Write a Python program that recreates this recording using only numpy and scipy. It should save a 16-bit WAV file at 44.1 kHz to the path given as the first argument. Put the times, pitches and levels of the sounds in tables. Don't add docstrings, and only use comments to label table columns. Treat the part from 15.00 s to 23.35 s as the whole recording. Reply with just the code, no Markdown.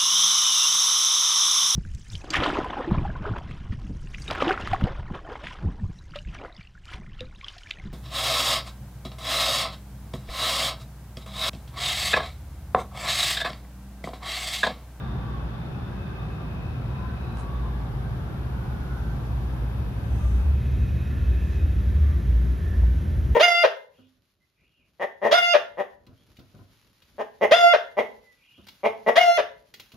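import sys
import numpy as np
from scipy import signal
from scipy.fft import rfft, irfft, next_fast_len
from scipy.io import wavfile

SR = 44100
rng = np.random.default_rng(int(sys.argv[2]) if len(sys.argv) > 2 else 0)


def wav_record(signal):
    frames = np.transpose(np.atleast_2d(signal))
    bounded = np.clip(frames, -1, 1)
    quanta = np.round(bounded * 32767).astype(np.int16)
    wavfile.write(sys.argv[1], SR, quanta)


N = 368235
SIZE = next_fast_len(N)
HZ = np.maximum(np.arange(SIZE // 2 + 1) * SR / SIZE, 1)
T = np.arange(N) / SR

NARROWING_S = (5.52, 5.6)

# frequency in Hz, relative density in dB per Hz.
HISS_COLOUR = [(3000, -21), (5000, 0.5), (7000, 0), (9000, 4.5), (12500, 2), (14500, 5), (15800, -20)]
# time in seconds, level in dB.
HISS_LEVEL = [(0., -68), (1.8, -67), (4., -63), (8.35, -62)]
HISS_IN_STEP_HZ, HISS_TURN_HZ = 4450, 7400

# frequency in Hz, left and right relative density
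# in dB per Hz, share alike in phase (-1 to 1), share alike with the right a quarter cycle ahead.
ROAR_WIDE = [(30.26, -14.5, -11, 0.96, -0.25), (93, -4.5, -6.5, 0.68, -0.2), (124, -26, -25, 0.063, -0.077),
             (141.5, -7, -5.5, 0.97, 0.26), (187, -7, -7, 0.91, 0.071), (307, -16, -18, 0.69, 0.78),
             (334, -19, -19, 0.89, 0.14), (515, -19, -19, 0.23, -0.15), (796, -21.5, -23.5, 0.18, -1.05),
             (1600, -28, -32.5, -0.36, 0.58), (2200, -34, -34, -0.012, -0.49),
             (3700, -36, -39.5, -0.3, 0.16), (5180, -42, -64, -0.45, 0.23), (9300, -60.5, -54, 0.71, 0.096)]
ROAR_NARROW = [(30.3, -18, -11, 0.93, 0.), (88.5, 2, 2.5, 1, -0.15), (117.5, -6.5, -7.5, 1, -0.32),
               (177.5, -6.5, -7.5, 0.95, 0.), (283, -17, -17, 0.79, -0.46), (355, -20, -22.5, 0.93, -0.23),
               (643, -25, -25, 0.3, 0.2), (830, -29.5, -42.5, 0.11, -0.18), (1350, -30.5, -29, -0.41, 0.23),
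               (1910, -48, -37, -0.68, -0.31), (1890, -34.5, -34, 0.97, -0.054),
               (3860, -47, -42, .999, -0.004), (4800, -48.5, -50, .999, 0.), (6840, -46.5, -46, 0.94, .5)]
# frequency in Hz, width in Hz, lift in dB.
STATION_MODES = [(156.7, 5, 7.5), (175, 4.2, 2), (190.5, 5.4, 3.5), (204, 6, 3), (222.1, 4.6, 5),
                 (253, 6, 3.5), (277, 6, 3), (308, 8.8, 5), (344, 26.5, 6), (388, 20, 5)]
ROAR_DB, NARROW_GAIN_DB = -36.5, 4.5

# frequency in Hz, width in Hz.
DRONE_MODES = [(111, 8.6), (127, 16.4)]
# time in seconds, lower level in dB, upper level in dB.
DRONE_LEVEL = [(0., -45, -37.5), (0.199, -43, -33.5), (.5, -41, -40), (.9, -44.5, -36), (1.2, -37, -40.5),
               (1.45, -50, -36.5), (1.9, -35, -34), (2.55, -48, -39), (3., -37.5, -33.5), (3.6, -36.5, -37),
               (3.95, -41, -37.5), (4.3, -37.5, -33), (4.9, -37, -38.5), (5.15, -30, -43),
               (5.35, -45, -41.5), (5.65, -35.5, -33.5), (6.2, -35, -35.5), (6.4, -41, -47),
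               (6.8, -37.5, -36.5), (7.5, -41.5, -40.5), (7.75, -46, -47), (8.25, -34.5, -37),
               (8.35, -34, -38)]
DRONE_SIDE_DB = -20.5

# multiple of the buzz frequency, relative level in dB.
BUZZ_LINES = [(14, -82), (17, -81), (26, -79.5), (27, -88.5), (28, -77.5)]
# time in seconds, gain in dB.
BUZZ_GAIN = [(0., -6), (4., -5), (5.5, 5), (8.35, 4)]
BUZZ_HZ = 120.03

# time of the top in seconds, length in seconds, low and high edge in Hz, level in dB.
RUSTLES = [(2.405, 0.09, 5000, 10500, -61.5), (5.25, 0.42, 6040, 6600, -66),
           (5.272, 0.45, 5310, 10200, -63), (7.086, 0.16, 1298, 2190, -52.5), (4.15, 1.1, 3440, 7100, -68),
           (6.52, 0.22, 3500, 7400, -64)]
# time of the top in seconds, pitch there in Hz, pitch slope in Hz per second, length in seconds,
# level in dB, left minus right in dB.
KNOCK = (7.836, 700, -170000, .005, -36, -5)
# start in seconds, peak in dB, top frequency in Hz.
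CREAK_SLIPS = [(2.3265, -44, 7000), (2.3405, -40, 3000), (2.372, -31, 7000), (2.3855, -37, 9000),
               (2.391, -38, 4500), (2.395, -35, 10500), (2.399, -36, 10500), (2.403, -39, 10500),
               (2.409, -35, 10500), (2.414, -41, 10500), (2.4335, -39, 4000), (2.4535, -35, 2500)]
# frequency in Hz, level in dB against the click, 60 dB decay time in seconds.
CASE_MODES = [(1150, -2, .006), (9700, -10, .003)]
CREAK_PAN_DB = -7

# time in seconds, level in dB before the narrow pick-up shades it.
CLANGOUR_LEVEL = [(0., -47), (1.5, -48.5), (2.2, -48.5), (4.3, -48.5), (5.2, -53), (8.35, -56.5)]
CLANGOUR_HZ = (720, 1660)

# frequency in Hz, width in Hz, level in dB with wide pick-up, level in dB with
# narrow pick-up, left minus right in dB, share alike in the two sides.
STEADY_RINGS = [(1522, 14, -66, -64, -8, -0.93), (1392, 36, -83, -69, -8, -0.2),
                (1564, 18, -72, -68, -5, 0.5)]
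# time of the top in seconds, pitch there in Hz,
# glide in Hz per second, length in seconds, nominal level in dB, left minus right in dB.
RINGS = [(0.082, 1160, -300, 0.27, -49.5, -1), (0.309, 1144, -300, 0.17, -44, 3),
         (0.34, 1108, -100, 0.13, -42.5, -3), (0.553, 1153, 100, 0.13, -51, 5),
         (0.803, 1450, 100, .25, -55, 0), (1.055, 1558, 30, 0.31, -52, -8),
         (1.198, 1180, -150, 0.23, -48, 2), (1.263, 1145, 200, 0.14, -51, 0),
         (1.418, 1190, -300, 0.055, -46, 8), (1.848, 1332, 27, 0.48, -56, 9),
         (2.03, 1018, 50, 0.22, -43.5, 2), (2.117, 1527, 120, 0.33, -52, -4),
         (2.15, 1316, 30, 0.27, -55, 4), (2.346, 1131, -27, 0.42, -50, -1), (2.53, 1129, 32, 0.2, -43, 0),
         (2.671, 1041, -50, 0.09, -44, 2), (2.8, 1145, -50, 0.22, -47.5, 3), (3.2, 1570, 0, 0.19, -56, -4),
         (3.622, 1470, 62, 0.38, -54, -8), (3.876, 1452, 40, 0.41, -51.5, -6), (3.95, 1331, 0, .2, -53, 2),
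         (4.059, 1387, 50, .15, -53, -4), (4.075, 1540, 150, 0.36, -51.5, -4),
         (5.054, 1549, -53, 0.22, -58, 17), (5.258, 1190, 10, 0.13, -51.5, 11),
         (6.205, 1404, -61, 0.33, -57, -10), (7.119, 1174, 8, 0.22, -54, 6),
         (7.35, 1545, 11, 0.26, -60, -10), (7.97, 1528, 12, 0.39, -58, -9)]

# frequency in Hz, width in Hz, relative level in dB.
ROLLING_STRANDS = [(1680, 18, 0), (1702, 12, 1), (1744, 12, -3), (1772, 14, 1.5), (1801, 12, 0),
                   (1790, 300, 0)]
# time in seconds, level in dB before flutter.
ROLLING_LEVEL = [(0., -64), (5.52, -67.5), (5.62, -60.5), (6.15, -56), (6.6, -56.5), (7., -58), (7.4, -58),
                 (7.55, -59), (7.65, -53.5), (7.95, -58), (8.1, -60), (8.35, -59)]
ROLLING_PAN_DB, ROLLING_LIKENESS = -7, 0.68

# time in seconds, pitch in Hz, level in dB before flutter.
SQUEAL = [(0., 3620, -58), (.5, 3530, -62.5), (1.2, 3620, -63.5), (1.7, 3700, -67), (2.1, 3800, -65.5),
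          (2.4, 3980, -61), (2.46, 3980, -72), (2.5, 3580, -64), (3.2, 3600, -77), (6.2, 3780, -65.5),
          (8.35, 3700, -76)]

# frequency in Hz, width in Hz before any blur, relative level in dB.
WHINE_TONES = [(2531, 16, 3), (2594, 16, 2), (2463, 16, -2), (2580, 190, -5)]
# full strength in seconds, start of the fade in seconds, level in dB before flutter.
WHINE_SWELLS = [(1.304, 2.28, -56.5), (5.6, 6.7, -59)]
WHINE_RISE_DB_PER_S, WHINE_FADE_DB_PER_S, WHINE_REST_DB = 8, 36, -83
WHINE_SECOND_S = 3.5
WHINE_BLUR = 1.3

# time in seconds, level of the lower
# resonance in dB, level of the upper resonance in dB, pitch of the upper resonance in Hz.
RUMBLE = [(0., -36, -35.5, 70.3), (.25, -34, -38, 67.2), (.8, -39.5, -42, 76.3), (1.4, -39, -40, 78),
          (1.75, -35.5, -36.5, 76), (2.1, -37.5, -36.5, 70.2), (2.55, -29.5, -42.5, 70.2),
          (3.2, -36, -38, 77), (3.6, -34, -35, 70.4), (4., -31, -35, 69.8), (4.3, -30, -33.5, 69.7),
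          (4.7, -28, -33.5, 67.9), (4.95, -30, -32, 68.74), (5.15, -32.5, -24, 70.05),
          (5.35, -19.5, -26.5, 69.76), (5.5, -37, -20.5, 70), (5.65, -25.5, -28, 71),
          (5.8, -19.5, -26.5, 71.6), (6.05, -37, -28.5, 72.85), (6.3, -22.5, -29.5, 73.66),
          (6.5, -31, -33, 74.5), (6.65, -23, -22.5, 75.7), (6.88, -22, -26.5, 75.15),
          (7.02, -36, -20, 73.77), (7.15, -30, -24.5, 74.15), (7.33, -18.5, -30.5, 75),
          (7.52, -20.5, -46, 76), (7.63, -34.5, -25.5, 77.2), (7.83, -18.5, -26.5, 76.23),
          (8.02, -33.5, -28.5, 77.66), (8.25, -21.5, -27, 77.7), (8.35, -20, -36, 77.5)]
# time in seconds, pitch in Hz.
LOWER_PITCH = [(0., 58), (3., 56.62), (4.7, 58.01), (5.8, 59.63), (8.35, 59.84)]
RUMBLE_WIDTHS_HZ = (6.5, 8.3, 11, 36)
THIRD_HZ, THIRD_MODE_DB = 93.2, -11
BOOM_HZ, BOOM_DB = 61.67, -4.5
RUMBLE_SIDE_DB = -27.5
SETTLING_S, SETTLED_TONE = (4.5, 5.8), 1.6


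def from_db(db):
    return 10 ** (np.asarray(db) / 20)


def rms_one(x):
    return x / np.sqrt(np.mean(x ** 2) + 1e-20)


def in_time(rows):
    s, *columns = np.transpose(rows)
    return [np.interp(T, s, c) for c in columns]


def in_pitch(rows):
    hz, *columns = np.transpose(rows)
    return [np.interp(np.log(HZ), np.log(hz), c) for c in columns]


def panned(pan_db):
    return from_db(np.array([[.5], [-.5]]) * pan_db)


def peak(hz, width_hz):
    return 1 / (1 + (2 * (HZ - hz) / width_hz) ** 2)


def peaks(rows, blur=1):
    return sum(from_db(db) * peak(hz, width_hz * blur) for hz, width_hz, db in rows)


def swell(s, length):
    return np.exp(-.5 * ((T - s) / (length / 3)) ** 2)


def stereo_noise(left, right, alike):
    shared, own = rfft(rng.standard_normal((2, SIZE)))
    alike = alike / np.maximum(np.abs(alike), 1)
    own_share = np.sqrt(np.maximum(1 - np.abs(alike) ** 2, 0))
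    sides = [left * shared, right * (alike * shared + own_share * own)]
    return irfft(np.array(sides), SIZE)[:, :N]


def wobble(width_hz):
    step = 16
    size = N // step + 2
    hz = np.fft.fftfreq(size, step / SR)
    white = np.dot((1, 1j), rng.standard_normal((2, size)))
    slow = np.fft.ifft(white / (1 + (2 * hz / width_hz) ** 2))
    return np.interp(np.arange(N) / step, np.arange(size), slow / slow.real.std())


def flutter(depth_db, width_hz):
    return from_db(depth_db * np.real(wobble(width_hz)))


def evened_beats(width_hz, tone, floor, evenness, side_db):
    shared, own = tone + wobble(width_hz), wobble(width_hz)
    evened = shared / (np.abs(shared) + floor) ** evenness
    return evened + from_db(side_db) * own * [[1], [-1]]


def through_pick_up(wide, narrow):
    turn = np.interp(T, NARROWING_S, (0, np.pi / 2))
    return np.cos(turn) * wide + np.sin(turn) * narrow


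def hiss(level_db):
    bass_cut = HZ ** 2 / (HZ ** 2 + 2500 ** 2)
    colour = from_db(in_pitch(HISS_COLOUR)[0]) * bass_cut
    slip = 2 * np.pi * np.maximum(HZ - HISS_IN_STEP_HZ, 0) / HISS_TURN_HZ
    return from_db(level_db) * rms_one(stereo_noise(colour, colour, np.exp(1j * slip)))


def roar(level_db):
    heard = []
    lift = sum((from_db(db) - 1) * peak(hz, width_hz) for hz, width_hz, db in STATION_MODES)
    for table in (ROAR_WIDE, ROAR_NARROW):
        left_db, right_db, same, ahead = in_pitch(table)
        top_fade = 1 / (1 + (HZ / table[-1][0]) ** 12)
        shape = (1 + lift) * top_fade
        noise = stereo_noise(from_db(left_db) * shape, from_db(right_db) * shape, same + 1j * ahead)
        heard.append(rms_one(noise))
    return from_db(level_db) * through_pick_up(heard[0], from_db(NARROW_GAIN_DB) * heard[1])


def drone(evenness):
    out = 0
    for (hz, width_hz), level_db in zip(DRONE_MODES, in_time(DRONE_LEVEL)):
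        beats = evened_beats(width_hz, 0, 0.32, evenness, DRONE_SIDE_DB)
        out = out + from_db(level_db) * rms_one(np.real(beats * np.exp(2j * np.pi * hz * T)))
    return out


def buzz():
    waver = 1 + 0.45 * wobble(width_hz=14)
    lines = 0
    for multiple, db in BUZZ_LINES:
        turns = multiple * BUZZ_HZ * T + rng.random()
        lines = lines + from_db(db) * np.exp(2j * np.pi * turns)
    return from_db(in_time(BUZZ_GAIN)[0]) * np.sqrt(2) * np.real(lines * waver)


def rustles():
    white = rng.standard_normal((2, N))
    out = np.zeros((2, N))
    for s, length, low_hz, high_hz, level_db in RUSTLES:
        band_pass = signal.butter(4, [low_hz, high_hz], "band", fs=SR, output="sos")
        out += from_db(level_db) * swell(s, length) * rms_one(signal.sosfilt(band_pass, white))
    return out


def knock():
    s, hz, slope, length, level_db, pan_db = KNOCK
    turns = hz * (T - s) + slope * (T - s) ** 2 / 2
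    return panned(pan_db) * from_db(level_db) * swell(s, length) * np.cos(2 * np.pi * turns)


def creak():
    out = np.zeros(N)
    n = np.arange(400)
    t = n / SR
    click = -.84 ** n
    for hz, db, t60 in CASE_MODES:
        click = click - from_db(db - 60 * t / t60) * np.sin(2 * np.pi * hz * t)
    for s, level_db, top_hz in CREAK_SLIPS:
        band_pass = signal.butter(3, [400, top_hz], "band", fs=SR, output="sos")
        tick = signal.sosfilt(band_pass, click)
        at = round(s * SR)
        out[at:at + len(tick)] += from_db(level_db) * tick / np.abs(tick).max()
    return panned(CREAK_PAN_DB) * out


def clangour(level_db, flare_db, count):
    out = 0
    for hz, (detune, pan) in zip(np.geomspace(*CLANGOUR_HZ, count), rng.normal(0, 1, (count, 2))):
        shape = peak(hz * (1 + .008 * detune), .085 * hz)
        flare = from_db(flare_db * np.tanh(np.real(wobble(width_hz=5))))
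        ring = rms_one(stereo_noise(shape, shape, 0.36))
        out = out + flare * panned(1.0 + pan) * ring * (1000 / hz) ** 0.36
    shade_db = np.interp(T, NARROWING_S, (0, -4))
    return from_db(level_db + shade_db) * rms_one(out)


def steady_rings():
    out = 0
    for hz, width_hz, wide_db, narrow_db, pan_db, alike in STEADY_RINGS:
        level = from_db(np.interp(T, NARROWING_S, (wide_db, narrow_db))) * flutter(1.1, width_hz=2.5)
        shape = peak(hz, width_hz)
        out = out + level * panned(pan_db) * rms_one(stereo_noise(shape, shape, alike))
    return out


def brief_rings():
    out = np.zeros((2, N))
    waver = .68 + .55 * np.array([wobble(width_hz=80), wobble(width_hz=80)])
    for s, hz, glide, length, level_db, pan_db in RINGS:
        turns = hz * T + glide * (T - s) ** 2 / 2 + rng.random()
        tone = swell(s, length) * np.exp(2j * np.pi * turns)
        out += from_db(level_db) * panned(pan_db) * np.real(tone * waver)
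    return out


def rolling():
    shape = peaks(ROLLING_STRANDS)
    level = from_db(in_time(ROLLING_LEVEL)[0]) * flutter(1.2, width_hz=4.4)
    return level * panned(ROLLING_PAN_DB) * rms_one(stereo_noise(shape, shape, ROLLING_LIKENESS))


def squeal():
    hz, level_db = in_time(SQUEAL)
    tone = np.exp(2j * np.pi * np.cumsum(hz) / SR)
    left, other = wobble(width_hz=300), wobble(width_hz=170)
    right = np.where(T < NARROWING_S[1], other, left)
    return from_db(level_db) * flutter(1.34, width_hz=13) * np.real(tone * np.array([left, right]))


def whine_level():
    swells = []
    for full, fade, db in WHINE_SWELLS:
        rise_db = WHINE_RISE_DB_PER_S * np.maximum(full - T, 0)
        fade_db = WHINE_FADE_DB_PER_S * np.maximum(T - fade, 0)
        swells.append(db - rise_db - fade_db)
    return np.maximum(np.max(swells, axis=0), WHINE_REST_DB)


def whine(level_db):
    shape, blurred = peaks(WHINE_TONES), peaks(WHINE_TONES, WHINE_BLUR)
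    first = rms_one(stereo_noise(shape, shape, -0.46))
    second = rms_one(stereo_noise(blurred, blurred, 0.15))
    wide = np.where(T < WHINE_SECOND_S, first, second)
    narrow = rms_one(stereo_noise(blurred, blurred, 0.97))
    return from_db(level_db) * flutter(1.45, width_hz=12) * through_pick_up(wide, narrow)


def rumble(evenness):
    out = 0
    lower_db, upper_db, upper_hz = in_time(RUMBLE)
    pitches = (in_time(LOWER_PITCH)[0], upper_hz, THIRD_HZ + 0 * T, BOOM_HZ + 0 * T)
    levels = (lower_db, upper_db, upper_db + THIRD_MODE_DB, (lower_db + upper_db) / 2 + BOOM_DB)
    settled = np.interp(T, SETTLING_S, (0, SETTLED_TONE))
    tones = (settled, settled, 0, 0)
    for hz, width_hz, level_db, tone in zip(pitches, RUMBLE_WIDTHS_HZ, levels, tones):
        beats = evened_beats(width_hz, tone, 0.36, evenness, RUMBLE_SIDE_DB)
        carrier = np.exp(2j * np.pi * np.cumsum(hz) / SR)
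        out = out + from_db(level_db) * rms_one(np.real(beats * carrier))
    return out


def scene():
    station = roar(ROAR_DB) + drone(evenness=0.62) + buzz()
    small_noises = rustles() + knock() + creak()
    track = clangour(in_time(CLANGOUR_LEVEL)[0], flare_db=4.5, count=16) + steady_rings() + brief_rings()
    train = track + rolling() + squeal() + whine(whine_level()) + rumble(evenness=0.72)
    return hiss(in_time(HISS_LEVEL)[0]) + station + small_noises + train


def record(dry):
    bass_cut = signal.butter(3, 40, "high", fs=SR, output="sos")
    top_cut = signal.cheby2(12, 70, 16000, fs=SR, output="sos")
    return signal.sosfilt(top_cut, signal.sosfilt(bass_cut, dry))


dry = scene()
out = record(dry)
wav_record(out)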